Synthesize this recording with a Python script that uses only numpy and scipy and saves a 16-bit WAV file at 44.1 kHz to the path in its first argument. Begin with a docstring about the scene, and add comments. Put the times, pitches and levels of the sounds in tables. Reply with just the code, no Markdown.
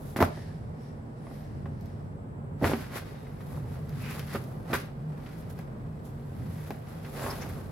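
"""A cardboard box drops on a concrete patio, then is sat on, shifted and pulled out.
Its panels buckle, pop and ring, its flutes crackle, and it sticks and slips on the grit.
Jeans and shoes swish in the first strides. A fence throws the sounds back,
over the low rumble of far traffic and one faint insect."""
import sys
import numpy as np
from scipy import signal
from scipy.fft import rfft, irfft
from scipy.io import wavfile

SR = 44100
rng = np.random.default_rng(int(sys.argv[2]) if len(sys.argv) > 2 else 0)


def master(y):
    """Save y as 16-bit WAV."""
    cut = np.clip(np.atleast_2d(y).T, -1, 1)
    pcm = np.round(cut * 32767)  # scale
    wavfile.write(sys.argv[1], SR, pcm.astype(np.int16))


N = 340011
TIME = np.arange(N) / SR
FREQS = np.fft.rfftfreq(N, 1 / SR)

# box panel modes: (frequency [Hz], level [dB], t60 [s])
PANEL_MODES = [(90.8, -5, 0.19), (222.6, -5, 0.21), (252, 0, 0.07), (329.7, -4.5, 0.098), (400, -2, 0.081),
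               (483, -5.5, 0.031), (560, -3.5, 0.1), (675, -6.5, 0.15), (779.4, -4, 0.091),
               (870, -3, 0.045), (1050, -4.5, 0.035), (1192, -5, 0.048), (1573, -5.5, 0.062),
               (1948, -0.5, 0.059), (2510, -6, 0.047)]
# left-right correlation, box and open air: (frequency [Hz], correlation [-1..1])
BOX_CORRELATION = [(100, 0.58), (300, 1), (700, 0.51), (1400, 0.75), (3100, 0.3), (6800, 0.067),
                   (15000, 0.047)]
AIR_CORRELATION = [(60, 0.97), (130, 0.88), (290, 0.82), (640, -0.045), (1410, -0.51), (3100, -0.21),
                   (7000, -0.16)]


def blows(ring_db=-9, rattle_db=-14, rattle_s=.01, damping=0.46, build_cycles=13, crackle_trim_db=-10):
    """A panel snaps through: a push of air, a short ring, flaps rattling, flutes cracking after it."""
    # (time [s], level [dB], sharpness [Hz], relative ring [dB], relative crackle [dB])
    hits = [ (0.162, -22, 1300, 1.5, 2.5), (0.189, -21.5, 860, 4.5, -15), (0.2040, -12, 1550, 0.5, -8),
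            (0.2090, -11.5, 380, -3.5, -19), (0.217, -7.5, 706, -3, -17), (0.2260, -5, 960, -7, -20),
            (0.3733, -33, 880, 2, -26), (1.2687, -37.5, 980, 5.5, -20), (1.312, -36, 580, 4, -19),
            (1.658, -33, 1190, 1, -17), (2.6150, -26, 480, 7, -25), (2.6240, -16, 400, 3, -4),
            (2.6316, -16, 340, 8.5, -5), (2.6380, -19, 390, 2, -20), (2.6433, -14.5, 1740, 0.5, -18),
            (2.6530, -12.5, 900, -9, -20), (2.696, -15, 340, -9, -2), (2.717, -16.5, 616, -8, -14),
            (2.7340, -16, 314, 1.5, -19), (2.7350, -19, 1680, -4, -22), (2.9359, -33, 1290, -2, -8),
            (3.02, -39, 600, 8.5, -18), (3.2688, -41.5, 1790, -1, -19), (3.4066, -35.5, 1600, -19, -3),
            (4.1947, -28.5, 2700, -17, -18), (4.3478, -19, 540, -1, -16), (4.3499, -22.5, 1650, -2, -6),
            (4.357, -20, 1270, -16, -14), (4.702, -26.5, 700, -1.5, 2), (4.719, -24.5, 263, 7.5, -18),
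            (4.7321, -13.5, 1760, -6, -2.5), (4.742, -23.5, 1500, -2, -2), (4.7459, -18.5, 1300, -15, 2),
            (4.8854, -38, 1330, -10, -14), (5.2633, -35, 1910, -4, -25), (5.5899, -37, 1790, 3.5, -12),
            (6.7060, -20.5, 560, -6, -18), (6.7069, -28, 1730, -12, -15), (7.0484, -32.5, 1910, -23, -10),
            (7.2400, -22.5, 900, -2, -13), (7.2640, -20, 1050, -8, -16), (7.2964, -26, 900, -12, 1)]
    crackle_spectrum = [(100, -14), (400, -14), (900, -7), (1500, 1), (2100, -4.5), (3000, -10.5),
                        (5000, -13.5), (7500, -18), (9000, -18), (11500, -10), (16000, -22)]  # (frequency [Hz], level [dB])
    t = np.arange(SR // 4) / SR
    hz, mode_db, t60_s = np.transpose(PANEL_MODES)[:, :, None]
    direct, rattle, crackle_power = np.zeros((3, 2, N))
    for s, db, sharp_hz, panel_db, crackle_db in hits:
        phase = 2 * np.pi * sharp_hz * t
        contact = 1 - np.exp(-phase)
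        push = 2 * contact * np.exp(-damping * phase) * np.sin(phase)
        # each blow lands elsewhere on a box of a new shape
        polarity = rng.choice([-1., 1.], hz.shape)
        detune = 1 + 0.022 * rng.standard_normal(hz.shape)
        modes = polarity * gain_of(mode_db - 60 * t / t60_s) * np.sin(2 * np.pi * hz * detune * t)
        modes /= 1 + (hz / sharp_hz) ** 2  # a soft blow leaves the high modes still
        add(direct, s, gain_of(db) * (push + gain_of(ring_db + panel_db) * contact * modes.sum(0)))
        flaps = rng.standard_normal((2, len(t))) * np.exp(-t / rattle_s)
        flaps = signal.fftconvolve(flaps, push[None] / np.linalg.norm(push), axes=1)
        add(rattle, s, gain_of(db + rattle_db) * flaps)
        # flutes give way more gradually under a slow blow, and crack for longer after a hard one
        yielding = 1 - np.exp(-t * sharp_hz / build_cycles)
        fade_s = .042 * 2 ** ((db + 17.5) / 30)
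        add(crackle_power, s, (yielding * gain_of(db + crackle_db - 20 * t / fade_s)) ** 2)
    snaps = grains(per_s=4000, spread_db=-0.5, clump_db=1.5) * np.sqrt(crackle_power)
    crackle = gain_of(crackle_trim_db) * panel_ring(colour(snaps, crackle_spectrum), ring_db=-7)
    radiated = low_cut(direct, hz=95, order=2)  # the direct blow is thin below about 95 Hz
    return radiated + paired(rattle + crackle, BOX_CORRELATION)


def panel_ring(x, ring_db):
    """Whatever scratches the board also sets its panels ringing."""
    t = np.arange(SR // 10) / SR
    hz, db, t60_s = np.transpose(PANEL_MODES)[:, :, None]
    decay = gain_of(-60 * t / t60_s)
    modes = 2 * decay / decay.sum(1, keepdims=True) * np.cos(2 * np.pi * hz * t)
    ring = (gain_of(db + ring_db) * modes).sum(0)
    return x + signal.oaconvolve(x, ring[None], axes=1)[:, :N]


def load(seated_s=2.7, seated_db=(-67.5, -56, -81)):
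    """Drive of (crunch, groan, grit): shoves and drags, on top of a sitter who never quite rests."""
    # (peak time [s], rise [s], fade [s], crunch drive [dB], relative groan [dB], relative grit [dB])
    shoves = [ (0.09, 0.26, .2, -63, -1, 2.5), (2.665, 0.052, 0.13, -36, 9, -9.5),
              (2.81, 0.18, 0.16, -47.5, 1, -10.5), (2.968, 0.074, 0.064, -39.5, 3, -9),
              (3.06, .1, 0.46, -55, 1, -12), (3.555, 0.29, 0.13, -58, 14.5, -3.5),
              (3.74, 0.21, 0.17, -57.5, 14, -8.5), (4.055, 0.25, 0.16, -49, 0, -9),
              (4.12, 0.13, 0.3, -46, 6.5, -8.5), (4.34, 0.11, 0.076, -44.5, 3, -8.5),
              (4.43, .1, 0.38, -60, 15.5, -4), (4.715, 0.07, .05, -47.5, 15, -12),
              (4.805, .08, 0.1, -47, 3, -10), (5.27, 0.25, .55, -57.5, -2, -10.5),
              (5.39, .1, 0.1, -67.5, 5, 1), (5.503, 0.013, 0.055, -58.5, 11, 0.5),
              (5.587, 0.05, 0.087, -55.5, 4, -10), (6.055, 0.021, 0.1, -65.5, 6, 5),
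              (6.67, .62, 0.25, -56, 2, -5), (6.89, 0.085, .3, -56.5, 9, -7),
              (7.06, 0.19, 0.1, -55.5, -1, -11), (7.175, 0.038, 0.15, -44.5, 0, -13),
              (7.245, 0.2, .35, -45.5, 12.5, -4), (7.42, .3, 0.47, -52, 11.5, -6)]
    power = gain_of(seated_db)[:, None] ** 2 * (TIME > seated_s)
    for s, rise_s, fade_s, db, groan_db, grit_db in shoves:
        power += (gain_of([[0], [groan_db], [grit_db]]) * surge(s, rise_s, fade_s, db)) ** 2
    return np.sqrt(power)


def rubbing():
    """Stick and slip under the weight: fibres crunch, panels groan, grit fizzes on the concrete."""
    # each: (frequency [Hz], level [dB])
    crunch_spectrum = [(150, -20), (500, -14.5), (1000, -3), (1500, 0), (2100, -2.5), (3000, -9),
                       (4000, -10.5), (5000, -10.5), (7000, -20.5), (9000, -23), (16000, -33)]
    groan_spectrum = [(80, -33.5), (200, -8), (400, -1), (650, -0.5), (1000, -7), (1500, -12.5),
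                      (3000, -49), (16000, -64)]
    fizz_spectrum = [(1000, -35), (3500, -1), (5000, -4), (7800, -2.5), (9000, -7.5), (10300, 4),
                     (11800, 3), (13500, 0), (16000, -8)]
    crunch_drive, groan_drive, grit_drive = load()
    slips = grains(per_s=2600, spread_db=2, clump_db=-1) * crunch_drive
    grit = grains(per_s=11000, spread_db=2, clump_db=1.5) * grit_drive
    flexing = grains(per_s=1500, spread_db=-0.5, clump_db=3) * groan_drive
    crunch = gain_of(-0.5) * colour(slips, crunch_spectrum)
    groan = gain_of(-8.5) * colour(flexing, groan_spectrum)
    fizz = gain_of(3.5) * colour(grit, fizz_spectrum)
    return paired(panel_ring(crunch + groan, ring_db=-4) + fizz, BOX_CORRELATION)


def squeals(size=16384):
    """A box edge or a sole sticks and slips on concrete fast enough to sing a short, rasping note."""
    # (centre time [s], length [s], frequency [Hz], bandwidth [Hz], level [dB])
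    scrapes = [(0.418, 0.36, 1740, 217, -62.5), (0.822, .06, 10500, 4060, -73), (0.86, .2, 5450, 500, -72),
               (1.288, 0.26, 10300, 1400, -71), (1.377, .2, 12100, 2400, -67), (3.149, .36, 3760, 200, -71),
               (4.082, .18, 2420, 750, -48.5), (4.745, 0.042, 1370, 600, -30),
               (7.238, 0.039, 7540, 1000, -52), (7.28, 0.2, 1080, 320, -44), (7.31, 0.023, 5080, 600, -42),
               (7.423, 0.036, 5860, 1700, -48.5), (7.429, 0.037, 1900, 1200, -44.5)]
    t = (np.arange(size) - size / 2) / SR
    out = np.zeros((2, N))
    for s, length_s, hz, width_hz, db in scrapes:
        swell = np.cos(np.pi * np.clip(t / length_s, -.5, .5))
        add(out, s + t[0], gain_of(db) * swell * band(rng.standard_normal((2, size)), hz, width_hz))
    return paired(out, BOX_CORRELATION)


def ticks(trail_db=-20):
    """A grain of grit or a single fibre cracks and leaves a short trail of dust."""
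    cracks = [(0.2040, -24, .003), (0.2262, -18, .028), (1.8109, -44, .05), (1.8588, -44, .04),
              (2.7887, -37, 0.0045), (3.8943, -37, 0.0076), (4.1760, -49, .03), (4.1947, -25, 0.008),
              (4.4407, -40, .004), (4.732, -30, 0.081), (5.5010, -43, 0.0094), (5.5904, -37, .01),
              (6.047, -56, .07), (6.7060, -32, 0.0083)]  # (time [s], level [dB], 20 dB fade [s])
    tick_spectrum = [(500, 10), (2300, 2), (5000, 11), (7500, 1), (9000, -25), (11500, 12.5), (16000, -1)]  # (frequency [Hz], level [dB])
    t = np.arange(SR // 5) / SR
    click = 2 * (t == 0)
    out = np.zeros((2, N))
    for s, db, fade_s in cracks:
        trail = rng.standard_normal((2, len(t))) * gain_of(trail_db - 20 * t / fade_s)
        add(out, s, gain_of(db) * (click + trail))
    return colour(out, tick_spectrum)


def clothes(rise_per_fade=0.7):
    """Denim and soles brush softly with each stride."""
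    strides = [(0.37, 0.36, -54.5), (0.85, 0.21, -63.5), (1.35, 0.47, -60), (1.88, 0.46, -66.5)]  # (peak time [s], fade [s], level [dB])
    swish_spectrum = [(500, -27), (1500, 9.5), (1850, 15), (2400, 7.5), (3300, 4.5), (4300, 5.5), (5400, 6),
                      (6400, -1.5), (9000, -3.5), (11200, 0.5), (13000, -10), (16000, -23)]  # (frequency [Hz], level [dB])
    motion = sum(surge(s, rise_per_fade * fade_s, fade_s, db) for s, fade_s, db in strides)
    brushing = grains(per_s=8800, spread_db=0.5, clump_db=0.5) * motion
    return paired(colour(brushing, swish_spectrum), BOX_CORRELATION)


def yard(x, wet_db=-15, build_s=0.023, echoes_per_s=2500):
    """Scattered echoes from fence and walls, each band dying at its own speed."""
    decay_times = [(100, 0.22), (500, 0.35), (1400, 0.27), (3700, 0.35), (10000, 0.19), (16000, 0.14)]  # (frequency [Hz], t60 [s])
    t = np.arange(SR) / SR
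    taps = rng.standard_normal((2, SR)) * (rng.random((2, SR)) < echoes_per_s / SR)
    taps *= 1 - np.exp(-(t / build_s) ** 2)
    hz, frame_s, frames = signal.stft(taps, SR, nperseg=256)
    decay = gain_of(-60 * frame_s / read(decay_times, hz)[:, None])
    tail = signal.istft(frames * decay, SR, nperseg=256)[1]
    wet = signal.fftconvolve(x, tail / np.linalg.norm(tail[0]), axes=1)[:, :N]
    return gain_of(wet_db) * paired(wet, AIR_CORRELATION)


def traffic(drone_hz=145, waver_hz=12):
    """Far traffic: a dull wash, a rumble that swells, a wavering drone, and faint hiss on top."""
    # each: (frequency [Hz], level [dB])
    wash_spectrum = [(20, -54), (31, -39), (42, -0.5), (60, -9.5), (95, -1), (180, -8), (228, -2.5),
                     (310, -14.5), (410, -11), (800, -18), (1600, -29), (3000, -46), (6000, -66),
                     (16000, -57.5)]
    rumble_spectrum = [(25, -59), (45, -22), (70, -8.5), (98, 0), (120, -7), (170, -6.5), (400, -28),
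                       (2000, -97)]
    hiss_spectrum = [(3000, -1.5), (6500, -9.5), (8000, 0.5), (9000, -10), (11200, -3.5), (12200, -38),
                     (16000, -34)]
    # each: (time [s], level before trim [dB])
    rumble_curve = [(0.4, -47.5), (0.64, -40.5), (0.8, -52), (1.4, -51.5), (1.52, -38), (2.52, -45),
                    (2.72, -37.0), (2.88, -46.5), (3.16, -53.0), (3.52, -39.5), (3.76, -43.5),
                    (3.92, -38.5), (5.28, -50.5), (5.56, -39.5), (5.64, -45.5), (6.16, -44), (6.28, -49),
                    (6.44, -35), (6.64, -46.0), (7.16, -50), (7.48, -37), (7.68, -42)]
    drone_curve = [(0.0, -45), (0.08, -41.0), (1.24, -45.5), (1.52, -41.5), (2.28, -44.5), (2.72, -39),
                   (2.8, -45.5), (3.32, -44.5), (3.68, -38.0), (4.92, -42), (5.08, -33.5), (5.24, -47.5),
                   (5.4, -41.5), (7.68, -45)]
    wash = air_noise(wash_spectrum) * gain_of(-43 + 0.57 * wander(6.5))
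    rumble = level(rumble_curve, trim_db=-0.16) * air_noise(rumble_spectrum)
    cycles = np.cumsum(drone_hz + waver_hz * wander(16.72)) / SR
    tone = np.sin(2 * np.pi * cycles) * gain_of(1.2 * wander(11))
    drone = level(drone_curve, trim_db=-0.5) * unit_rms(tone)
    hiss = gain_of(-73) * air_noise(hiss_spectrum)
    return wash + rumble + drone + hiss


def insect(hz=7980, swing_hz=200, width_hz=300, chirps_per_s=15, db=-83):
    """A far insect: a thin, hoarse note in uneven chirps that step up and down in turn."""
    chirps = np.cumsum(chirps_per_s * (1 + 0.38 * wander(2.8))) / SR
    swing = np.sin(np.pi * chirps)
    cycles = np.cumsum(hz + swing_hz * swing) / SR
    rasp = band(rng.standard_normal((2, N)), 0, width_hz)
    return gain_of(db) * unit_rms(rasp * np.sin(2 * np.pi * cycles) * abs(swing))


def gain_of(db):
    """Decibels to amplitude."""
    return 10 ** (np.asarray(db) / 20)


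def unit_rms(x):
    """Scales to rms 1."""
    return x / np.sqrt(np.mean(x ** 2) + 1e-20)


def read(points, hz):
    """Reads a table on a log-frequency axis."""
    point_hz, value = np.transpose(points)
    return np.interp(np.log(hz + 1), np.log(point_hz + 1), value)


def level(curve, trim_db):
    """Gain over time from (time [s], level [dB])."""
    return gain_of(trim_db + np.interp(TIME, *np.transpose(curve)))


def surge(s, rise_s, fade_s, db, roundness=1.18):
    """Gain of one effort: up 20 dB in rise_s, a rounded peak, down 20 dB in fade_s."""
    away = np.maximum((s - TIME) / rise_s, (TIME - s) / fade_s)
    return gain_of(db - 20 * np.minimum(away, 10) ** roundness)


def add(mix, s, sound):
    """Mixes a sound in at a time."""
    part = mix[:, max(round(s * SR), 0):][:, :sound.shape[-1]]
    part += sound[..., :part.shape[1]]


def colour(x, spectrum, size=4096):
    """Minimum-phase filter of unit energy: clicks keep their sharp fronts."""
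    log_gain = np.log(gain_of(read(spectrum, abs(np.fft.fftfreq(size, 1 / SR)))))
    taps = np.fft.ifft(np.exp(np.conj(signal.hilbert(log_gain)))).real[:size // 2]
    return signal.oaconvolve(x, taps[None] / np.linalg.norm(taps), axes=1)[:, :x.shape[1]]


def band(x, hz, width_hz):
    """One resonance, output at rms 1."""
    offset = 2 * (np.fft.rfftfreq(x.shape[-1], 1 / SR) - hz) / width_hz
    return unit_rms(irfft(rfft(x) / (1 + offset ** 2), x.shape[-1]))


def low_cut(x, hz, order):
    """Maximally flat high-pass."""
    return signal.sosfilt(signal.butter(order, hz, "high", fs=SR, output="sos"), x)


def paired(x, correlation):
    """Blends two unrelated signals into a left and right, correlated by frequency."""
    a, b = rfft(x)
    same = np.clip(read(correlation, FREQS), -1, 1)
    mid, side = a * np.sqrt((1 + same) / 2), b * np.sqrt((1 - same) / 2)
    return irfft(np.array([mid + side, mid - side]), N)


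def wander(hz, size=4096):
    """Random drift of rms 1, up to a rate."""
    t = np.linspace(0, TIME[-1], size)
    rolloff = 1 + (np.fft.rfftfreq(size, t[1]) / hz) ** 4
    slow = irfft(rfft(rng.standard_normal(size)) / rolloff)
    return unit_rms(np.interp(TIME, t, slow))


def grains(per_s, spread_db, clump_db):
    """Two trains of tiny snaps, uneven in size, that come in clumps."""
    size = gain_of(spread_db * np.minimum(rng.exponential(1, (2, N)), 4) + clump_db * wander(43))
    return unit_rms(size * rng.choice([-1., 1.], (2, N)) * (rng.random((2, N)) < per_s / SR))


def air_noise(spectrum):
    """Steady open-air stereo noise of rms 1."""
    shaped = irfft(rfft(rng.standard_normal((2, N))) * gain_of(read(spectrum, FREQS)), N)
    return unit_rms(paired(shaped, AIR_CORRELATION))


def scene():
    """The box in its yard, over the background."""
    near = blows() + ticks() + rubbing() + squeals() + clothes()
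    return near + yard(near) + traffic() + insect()


def record(dry, low_cut_hz=34, band_limit_hz=15950):
    """Two slightly unlike microphones, a low cut and a band limit."""
    imbalance = [(100, -0.5), (600, -1.6), (2000, 0.5), (5000, 1.1), (8300, -1), (11500, 5.2),
                 (16000, -8.5)]  # (frequency [Hz], left over right [dB])
    mic_gains = gain_of(read(imbalance, FREQS) * np.array([[.5], [-.5]]))
    heard = low_cut(irfft(rfft(dry) * mic_gains, N), low_cut_hz, order=4)
    low_pass = signal.firwin(511, band_limit_hz, window=("kaiser", 9), fs=SR)
    return signal.oaconvolve(heard, low_pass[None], "same")


dry = scene()
out = record(dry)
master(out)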